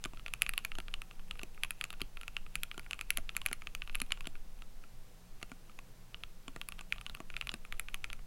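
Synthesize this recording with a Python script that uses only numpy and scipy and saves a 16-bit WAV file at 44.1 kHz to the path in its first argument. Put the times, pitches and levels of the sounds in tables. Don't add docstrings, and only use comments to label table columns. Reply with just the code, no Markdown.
import sys
import numpy as np
from scipy import signal
from scipy.fft import rfft, irfft, next_fast_len
from scipy.io import wavfile

SR = 44100
rng = np.random.default_rng(int(sys.argv[2]) if len(sys.argv) > 2 else 0)


def wrap_up_sound(samples):
    columns = np.atleast_2d(samples).T
    tamed = np.clip(columns, -1, 1)
    steps = np.round(tamed * 32767).astype(np.int16)
    wavfile.write(sys.argv[1], SR, steps)


N = 364266


def undb(db):
    return 10 ** (np.asarray(db) / 20)


def shaped_noise(gain):
    size = next_fast_len(N)
    hz = np.maximum(np.arange(size // 2 + 1) * SR / size, 1)
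    noise = irfft(rfft(rng.standard_normal(size)) * gain(hz), size)[:N]
    return noise / np.sqrt(np.mean(noise ** 2))


def ring(tones, level_span_s, hits=(1.0,), pitch_scale=1, detune=0, luck=((0, 0),) * 6):
    t = np.arange(int(SR * max(ring_s for _, _, ring_s in tones))) / SR
    body = np.zeros(len(t))
    for (hz, db, ring_s), (level_luck, pitch_luck) in zip(tones, luck):
        pitch_hz = hz * pitch_scale * (1 + detune * pitch_luck)
        body += undb(db + 5 * level_luck - 60 * t / ring_s) * np.sin(2 * np.pi * pitch_hz * t)
    lowest_hz, highest_hz = pitch_scale * min(tones)[0], pitch_scale * max(tones)[0]
    if lowest_hz > 1500:
        body *= np.exp(-(t / .003) ** 2)
    edges_hz = [0.79 * lowest_hz, min(1.57 * highest_hz, .45 * SR)]
    band = signal.butter(3, edges_hz, "band", fs=SR, output="sos")
    sound = signal.sosfilt(band, signal.fftconvolve(body, hits))
    return sound / np.sqrt(np.sum(sound[:int(level_span_s * SR)] ** 2) / (level_span_s * SR))


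# pitch_hz, relative_db
HISS_SHAPE = [(40, -52), (60, 0.5), (85, -9), (180, -7), (260, -14), (470, -15.5), (800, -18),
              (1300, -20.5), (2500, -23.5), (6000, -26.5), (16000, -31)]
# pitch_hz, width_hz, level_db
HUM_TONES = [(115.85, 4.7, -68.5), (131, 11, -81.5), (179.5, 6.1, -71.5), (216.3, 3.7, -78), (473, 10, -84),
             (496, 8, -82), (768, 2.5, -83)]


def hiss_and_hum():
    pitches_hz, shape_db = np.transpose(HISS_SHAPE)
    hiss = shaped_noise(lambda hz: undb(np.interp(np.log(hz), np.log(pitches_hz), shape_db, left=-60)))
    hum = sum(undb(level_db) * shaped_noise(lambda hz: 1 / (1 + (2 * (hz - pitch_hz) / width_hz) ** 2))
              for pitch_hz, width_hz, level_db in HUM_TONES)
    whine = np.sqrt(2) * np.sin(2 * np.pi * 6250 * np.arange(N) / SR)
    return undb(-62.5) * hiss + hum + undb(-90) * whine


def room_echo(sound, level_db=-25.5, build_s=.02, fade_s=0.18):
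    t = np.arange(int(fade_s * SR)) / SR
    noise = rng.standard_normal(len(t))
    dull = signal.lfilter(*signal.butter(1, 4000, fs=SR), noise)
    fade = undb(-60 * t / fade_s)
    echo = (dull * fade + .8 * (noise - dull) * fade ** 1.5) * np.clip(t / build_s, 0, 1)
    return undb(level_db) * signal.fftconvolve(sound, echo / np.sqrt(np.sum(echo ** 2)))[:N]


# pitch_hz, relative_db, ring_s
DESK_TONES = [(33.6, 4.5, 0.17), (57.6, -25, 0.12), (131.3, -11.5, 0.13)]
# time_s, relative_db
HAND_SHAKE = [(0, 0), (2.2, -2.5), (3.5, 1.5), (4.4, 3), (5.3, -6.5), (6.5, -7.5), (7.0, -4.5), (8.26, 2.5)]


def desk(blows):
    thud = signal.fftconvolve(blows, ring(DESK_TONES, level_span_s=0.044))[:N]
    sway = shaped_noise(lambda hz: (hz / 9) ** 2 / (1 + (hz / 14) ** 6))
    rumble = shaped_noise(lambda hz: (hz / 30) ** 3 / (1 + (hz / 36) ** 7))
    shake = undb(np.interp(np.arange(N) / SR, *np.transpose(HAND_SHAKE)))
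    return thud + shake * (undb(-41.5) * sway + undb(-61.5) * rumble)


def finger_rustle(starts_s, ticks_per_stroke=6):
    luck = rng.random((len(starts_s), ticks_per_stroke, 2))
    ticks_s = starts_s[:, None] + 0.076 * (luck[..., 0] - .6)
    ticks_db = -4.5 * np.log(luck[..., 1] + 0.013)
    ticks = np.zeros(N)
    np.add.at(ticks, np.clip(ticks_s * SR, 0, N - 1).astype(int), undb(ticks_db))
    cap, stem = (signal.fftconvolve(ticks, ring(tones, level_span_s=0.0054))[:N]
                 for tones in (CAP_TONES, STEM_TONES))
    return undb(-79.5) * cap + undb(-85.5) * stem


# start_s, level_db, pitch_hz, stem_db, case_db, plate_db
WIDE_KEYS = [(0.0565, -44, 2600, -8, -2.5, -5), (0.1343, -57.5, 2620, -18, 1.5, -1),
             (0.7853, -43.5, 2900, -9, -6.5, -5.5), (1.4327, -41.5, 2600, -7.5, -8, -21),
             (2.0164, -34, 3140, -9.5, -12.5, -20), (2.7786, -46, 2970, -8, -4.5, -6.5),
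             (3.183, -47, 2250, -9, -3, -10), (3.5138, -47.5, 2480, -15, -4, -4),
             (4.017, -34.5, 2530, -0.5, -13.5, -16.5), (4.2708, -40, 2830, -7.5, -9, -18),
             (5.4283, -41, 2300, -12.5, -11.5, -14), (5.517, -50.5, 2280, -27, -1, -4),
             (6.4806, -44.5, 2540, -19, -6, -9), (6.562, -46, 2000, -23, -5.5, -6.5),
             (7.203, -50, 2480, -10, 1, -3), (7.54, -40, 2790, -8.5, -8.5, -13.5)]


def wide_strokes(contact_ms=1.5, housing_db=-7):
    return np.array([(*key[:4], contact_ms, housing_db, *key[4:]) for key in WIDE_KEYS])


# start_s, level_db, pitch_hz, stem_db, contact_ms, housing_db
LETTER_KEYS = [(0.0403, -41.5, 3020, -12, 0.9, 0), (0.0507, -39, 2600, -13, 1.6, -16),
               (0.1725, -53, 3020, -28, 1.35, -17), (0.1957, -51.5, 2870, -33, 0.24, -25),
               (0.2626, -38, 2680, -23, 1.05, -24), (0.2815, -45.5, 2560, -13, 0.3, -12),
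               (0.3373, -34, 2560, -7.5, 0.6, -13), (0.4201, -23.5, 2540, -6, 0.25, -14.5),
               (0.4643, -35, 2580, -21, 0.13, -18), (0.4923, -32, 2420, -4, 1.65, -14.5),
               (0.5367, -40, 2730, -10, 0.58, -16), (0.5784, -29, 2750, -7.5, 0.17, -16.5),
               (0.6491, -33.5, 2500, -6.5, 2.3, -12), (0.7181, -40, 2320, -29, 0.22, -23),
               (0.753, -47, 2930, -13.5, 1.06, -7.5), (0.802, -44.5, 2430, -10, 0.55, -14),
               (0.8827, -46, 2350, -30, 1, -17), (0.94, -34, 2980, -22, 0.12, -13.5),
               (1.0184, -42.5, 2650, -11.5, 0.2, -11), (1.1112, -50, 2750, -38, 0.2, -18),
               (1.195, -58.5, 2620, -25, 1.4, -16), (1.3106, -36.5, 2900, -19, 0.14, -17),
               (1.3552, -57.5, 2430, -27.5, 0.66, -13), (1.3938, -43, 2770, -19, 0.65, -23),
               (1.4145, -53, 2790, -15, 2.8, -11), (1.577, -54, 2270, -29, 0.66, -24),
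               (1.635, -29, 2500, -9.5, 0.17, -17), (1.6476, -40.5, 2620, -9.5, 0.3, -16),
               (1.707, -36, 2590, -1.5, 1.68, -12), (1.8119, -33, 2410, -14, 0.62, -17),
               (1.8406, -35.5, 2680, -8, 0.54, -7), (1.9042, -43, 2800, -9, 0.42, -12),
               (1.9284, -51, 2630, -2, 2.2, -8), (1.9379, -51, 2650, -25, 0.41, -28),
               (1.9987, -58.5, 2770, -21, 1.1, -18), (2.006, -48, 2640, -11, 1.13, -10),
               (2.1716, -44.5, 2640, -16, 0.17, -23), (2.2128, -47, 2750, -7, 0.39, -15),
               (2.233, -47.5, 2490, -11, 0.47, -15), (2.28, -39, 2620, -15, 0.27, -14),
               (2.3669, -32, 2700, -26, 0.5, -21.5), (2.4643, -52, 2630, -20, 0.27, -26),
               (2.5551, -32.5, 2470, -6.5, 0.26, -11), (2.6336, -34, 2530, -3.5, 0.76, -8.5),
               (2.7142, -39.5, 2450, -23, 0.17, -25), (2.7432, -56.5, 2610, -14, 2.7, -7),
               (2.795, -45.5, 2340, -6.5, 0.92, -10), (2.8634, -52.5, 2380, -20, 0.86, -25),
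               (2.91, -36.5, 2780, -12, 0.2, -12), (2.932, -33.5, 2640, -19, 0.2, -15.5),
               (2.9916, -43.5, 2440, -16, 0.29, -13), (3.0114, -36, 2560, -10, 0.59, -10.5),
               (3.1047, -27, 2260, -3, 0.4, -11), (3.1728, -33.5, 2360, 1.5, 0.8, -9.5),
               (3.2927, -37, 2670, -30, 0.13, -18.5), (3.3513, -50, 3020, -17, 0.4, -16),
               (3.3663, -32, 2440, -2.5, 0.47, -7), (3.4163, -42, 2940, -15.5, 0.5, -15),
               (3.462, -27.5, 2360, -4.5, 0.26, -15), (3.486, -48, 3000, -13, 1.4, -5),
               (3.5295, -35, 2420, -0.5, 1.26, -8), (3.6202, -47, 2290, -25, 1.6, -13.5),
               (3.6711, -38, 2600, -22.5, 0.23, -18), (3.75, -38, 2520, -9.5, 0.69, -7),
               (3.8202, -37, 2610, -38, 0.18, -27), (3.8756, -47, 2750, -14, 0.2, -17),
               (3.8966, -44.5, 2600, -24.5, 0.6, -24), (3.9481, -37, 2730, -21.5, 0.54, -22),
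               (3.9536, -33.5, 2500, -4, 0.22, -15), (4.0015, -42, 3010, -8, 1.03, -3),
               (4.1068, -45.5, 2440, -18, 1.2, -11), (4.1207, -27.5, 2490, -15, 0.45, -11),
               (4.174, -54, 2750, -20, 0.32, -14), (4.2076, -44, 2620, -13, 0.3, -12),
               (4.2445, -57, 3030, -25, 0.72, -15), (4.256, -48, 2950, -20, 0.3, -14),
               (4.3538, -52.5, 2370, -20, 1.05, -17), (4.621, -51, 2760, -16, 0.22, -15),
               (4.8384, -56.5, 2430, -20, 1.3, -19), (5.415, -59, 2290, -18, 0.91, -6),
               (5.6962, -59.5, 2470, -18, 2.4, -18), (5.789, -47, 2560, -16, 2.24, -13.5),
               (6.1444, -41, 2900, -56, 0.12, -34), (6.236, -39.5, 2760, -18, 0.15, -25),
               (6.6145, -38, 2740, -14, 0.17, -20), (6.6873, -43.5, 2470, 3.5, 1.1, -7),
               (6.7219, -43.5, 2800, -13, 0.18, -15), (6.7834, -61, 2820, -17, 6.7, -12),
               (6.792, -46, 2660, -14, 0.4, -17), (6.8096, -49, 2580, -11, 3.1, -4),
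               (6.9241, -27.5, 2500, -22, 0.092, -27), (6.96, -58, 2960, -10.5, 2.3, -14.5),
               (6.9825, -49, 2880, -24, 0.26, -26), (7.0122, -47.5, 2550, -7, 0.3, -12),
               (7.0644, -38.5, 2950, -20, 0.32, -15.5), (7.0969, -45, 3040, -13, 0.97, -17),
               (7.1492, -43.5, 2630, -8.5, 0.93, -12.5), (7.171, -60, 2820, -17, 1.3, -7),
               (7.3018, -45.5, 2460, -22.5, 1.21, -15), (7.3407, -46.5, 2500, -37, 0.19, -32),
               (7.3662, -35, 2630, -22, 0.3, -21), (7.412, -33.5, 2870, -21, 0.12, -22),
               (7.4233, -48, 2370, -19, 0.35, -22), (7.4713, -40, 2520, -10, 0.45, -12),
               (7.4926, -34, 2870, -27.5, 0.6, -22.5), (7.5163, -51, 2950, -11, 2.15, 0),
               (7.6504, -49, 2500, -13, 0.92, -18), (7.7244, -38, 2470, -16, 0.65, -18),
               (7.7415, -62.5, 2860, -17.5, 2.6, -19), (7.7963, -36, 2540, -0.5, 1.22, -9.5),
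               (7.8853, -42.5, 2560, -26, 0.2, -21), (7.9437, -35.5, 2470, -8.5, 1.3, -13.5),
               (8.0429, -35, 2520, -17.5, 0.18, -15), (8.1014, -44.5, 2830, -22, 0.2, -18),
               (8.1303, -41, 2470, -10, 0.42, -9), (8.192, -63, 2500, -20, 1.7, -17)]


def letter_strokes(hard_db=-38, touch_lead_s=0.0082, bounce_lag_s=0.0097, scatter_db=4.5):
    typed = np.array(LETTER_KEYS)
    start_s, level_db, pitch_hz, stem_db = typed[typed[:, 1] > hard_db, :4].T
    luck = rng.standard_normal((len(start_s), 4)).T
    touches = np.broadcast_arrays(
        start_s - touch_lead_s * (1 + .15 * luck[0]),
        level_db - 35.5 + 0.47 * stem_db + scatter_db * luck[1],
        1.08 * pitch_hz, -2, 1.4, -1)
    bounces = np.broadcast_arrays(
        start_s + bounce_lag_s * (1 + .1 * luck[2]),
        level_db - 30.5 + scatter_db * luck[3],
        .94 * pitch_hz, -11, 1.4, -1)
    strokes = np.vstack([typed, np.transpose(touches), np.transpose(bounces)])
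    _, level_db, _, stem_db, contact_ms, _ = strokes.T
    force_db = level_db + 40
    case_db = -72.5 + 0.23 * force_db + 3 * contact_ms - level_db
    plate_db = -55 + 0.39 * force_db + 0.9 * contact_ms + 0.065 * stem_db - level_db
    return np.c_[strokes, np.minimum(case_db, -12), np.minimum(plate_db, -3)]


# pitch_hz, relative_db, ring_s
CAP_TONES = [(2700, 8.5, 0.0098), (2070, -34, 0.0041), (3520, -15.5, 0.038), (3135, -6, 0.021)]
CASE_TONES = [(265, -4, 0.062), (153, -10.5, 0.06), (355, 3.5, 0.029), (433, -6.5, 0.036), (610, -5, 0.039),
              (656, -5, 0.047)]
PLATE_TONES = [(1190, 5.5, 0.027), (1375, 4, 0.033), (973, -6, 0.017), (730, -9.5, 0.015)]
HOUSING_TONES = [(4610, 3.5, 0.024), (5530, -1, 0.0091), (6410, 1, 0.031), (7280, 11.5, 0.0086),
                 (8630, 0, 0.027), (9400, 3, 0.0072)]
STEM_TONES = [(10850, 0, .010), (10300, -9, .006), (11400, -10, .006), (13300, -19, .005),
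              (14100, -14, .005), (15500, -26, .005)]


def keyboard(strokes, rattle_db=-46, rattle_s=.05):
    clacks, blows = np.zeros(N + SR), np.zeros(N)
    luck = rng.standard_normal((len(strokes), 6, 6, 2))
    timing = rng.random((len(strokes), 3))
    fade = undb(rattle_db - 60 * np.arange(1100) / SR / rattle_s)
    shape = (len(strokes), len(fade))
    rattles = fade * rng.standard_normal(shape) * rng.exponential(size=shape)
    for i, stroke in enumerate(strokes):
        start_s, level_db, pitch_hz, stem_db, contact_ms, housing_db, case_db, plate_db = stroke
        hits, hit_luck = rattles[i], luck[i, 5]
        hits[0] = 1
        contact_samples = max(contact_ms, .1) * SR / 1000
        chatter_at = ((np.arange(3) + timing[i]) / 3 * contact_samples).astype(int) + 1
        chatter = min(0.23 * contact_ms, .9) * undb(3.8 * hit_luck[:3, 0]) * np.sign(hit_luck[:3, 1])
        np.add.at(hits, chatter_at, chatter)
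        push = np.abs(hits[:int(contact_samples) + 2])
        cap = ring(CAP_TONES, .005, hits, pitch_hz / CAP_TONES[0][0], detune=.015, luck=luck[i, 0])
        case = undb(case_db) * ring(CASE_TONES, .02, push, detune=.04, luck=luck[i, 1])
        plate = undb(plate_db) * ring(PLATE_TONES, .02, hits, detune=.04, luck=luck[i, 2])
        housing = undb(housing_db) * ring(HOUSING_TONES, .005, hits, detune=.04, luck=luck[i, 3])
        stem = undb(stem_db) * ring(STEM_TONES, .005, hits, detune=.012, luck=luck[i, 4])
        start = int(start_s * SR)
        for part in (cap, case, plate, housing, stem):
            clacks[start:start + len(part)] -= undb(level_db) * part
        finger_push = undb(0.31 * level_db - 43.5) * hit_luck[3, 0]
        blows[int((start_s + .003) * SR)] = undb(level_db + case_db - 11) + finger_push
    return clacks[:N], blows


def scene():
    strokes = np.vstack([wide_strokes(), letter_strokes()])
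    clacks, blows = keyboard(strokes)
    typing = clacks + finger_rustle(strokes[:, 0])
    middle = typing + room_echo(typing) + desk(blows) + hiss_and_hum()
    side_noise = undb(-80.5) * shaped_noise(lambda hz: (hz > 18) * (0.38 + (hz / 200) ** -.6))
    return np.array([middle + side_noise, middle - side_noise])


def record(dry):
    return signal.sosfilt(signal.ellip(10, .2, 80, 16000, fs=SR, output="sos"), dry)


dry = scene()
out = record(dry)
wrap_up_sound(out)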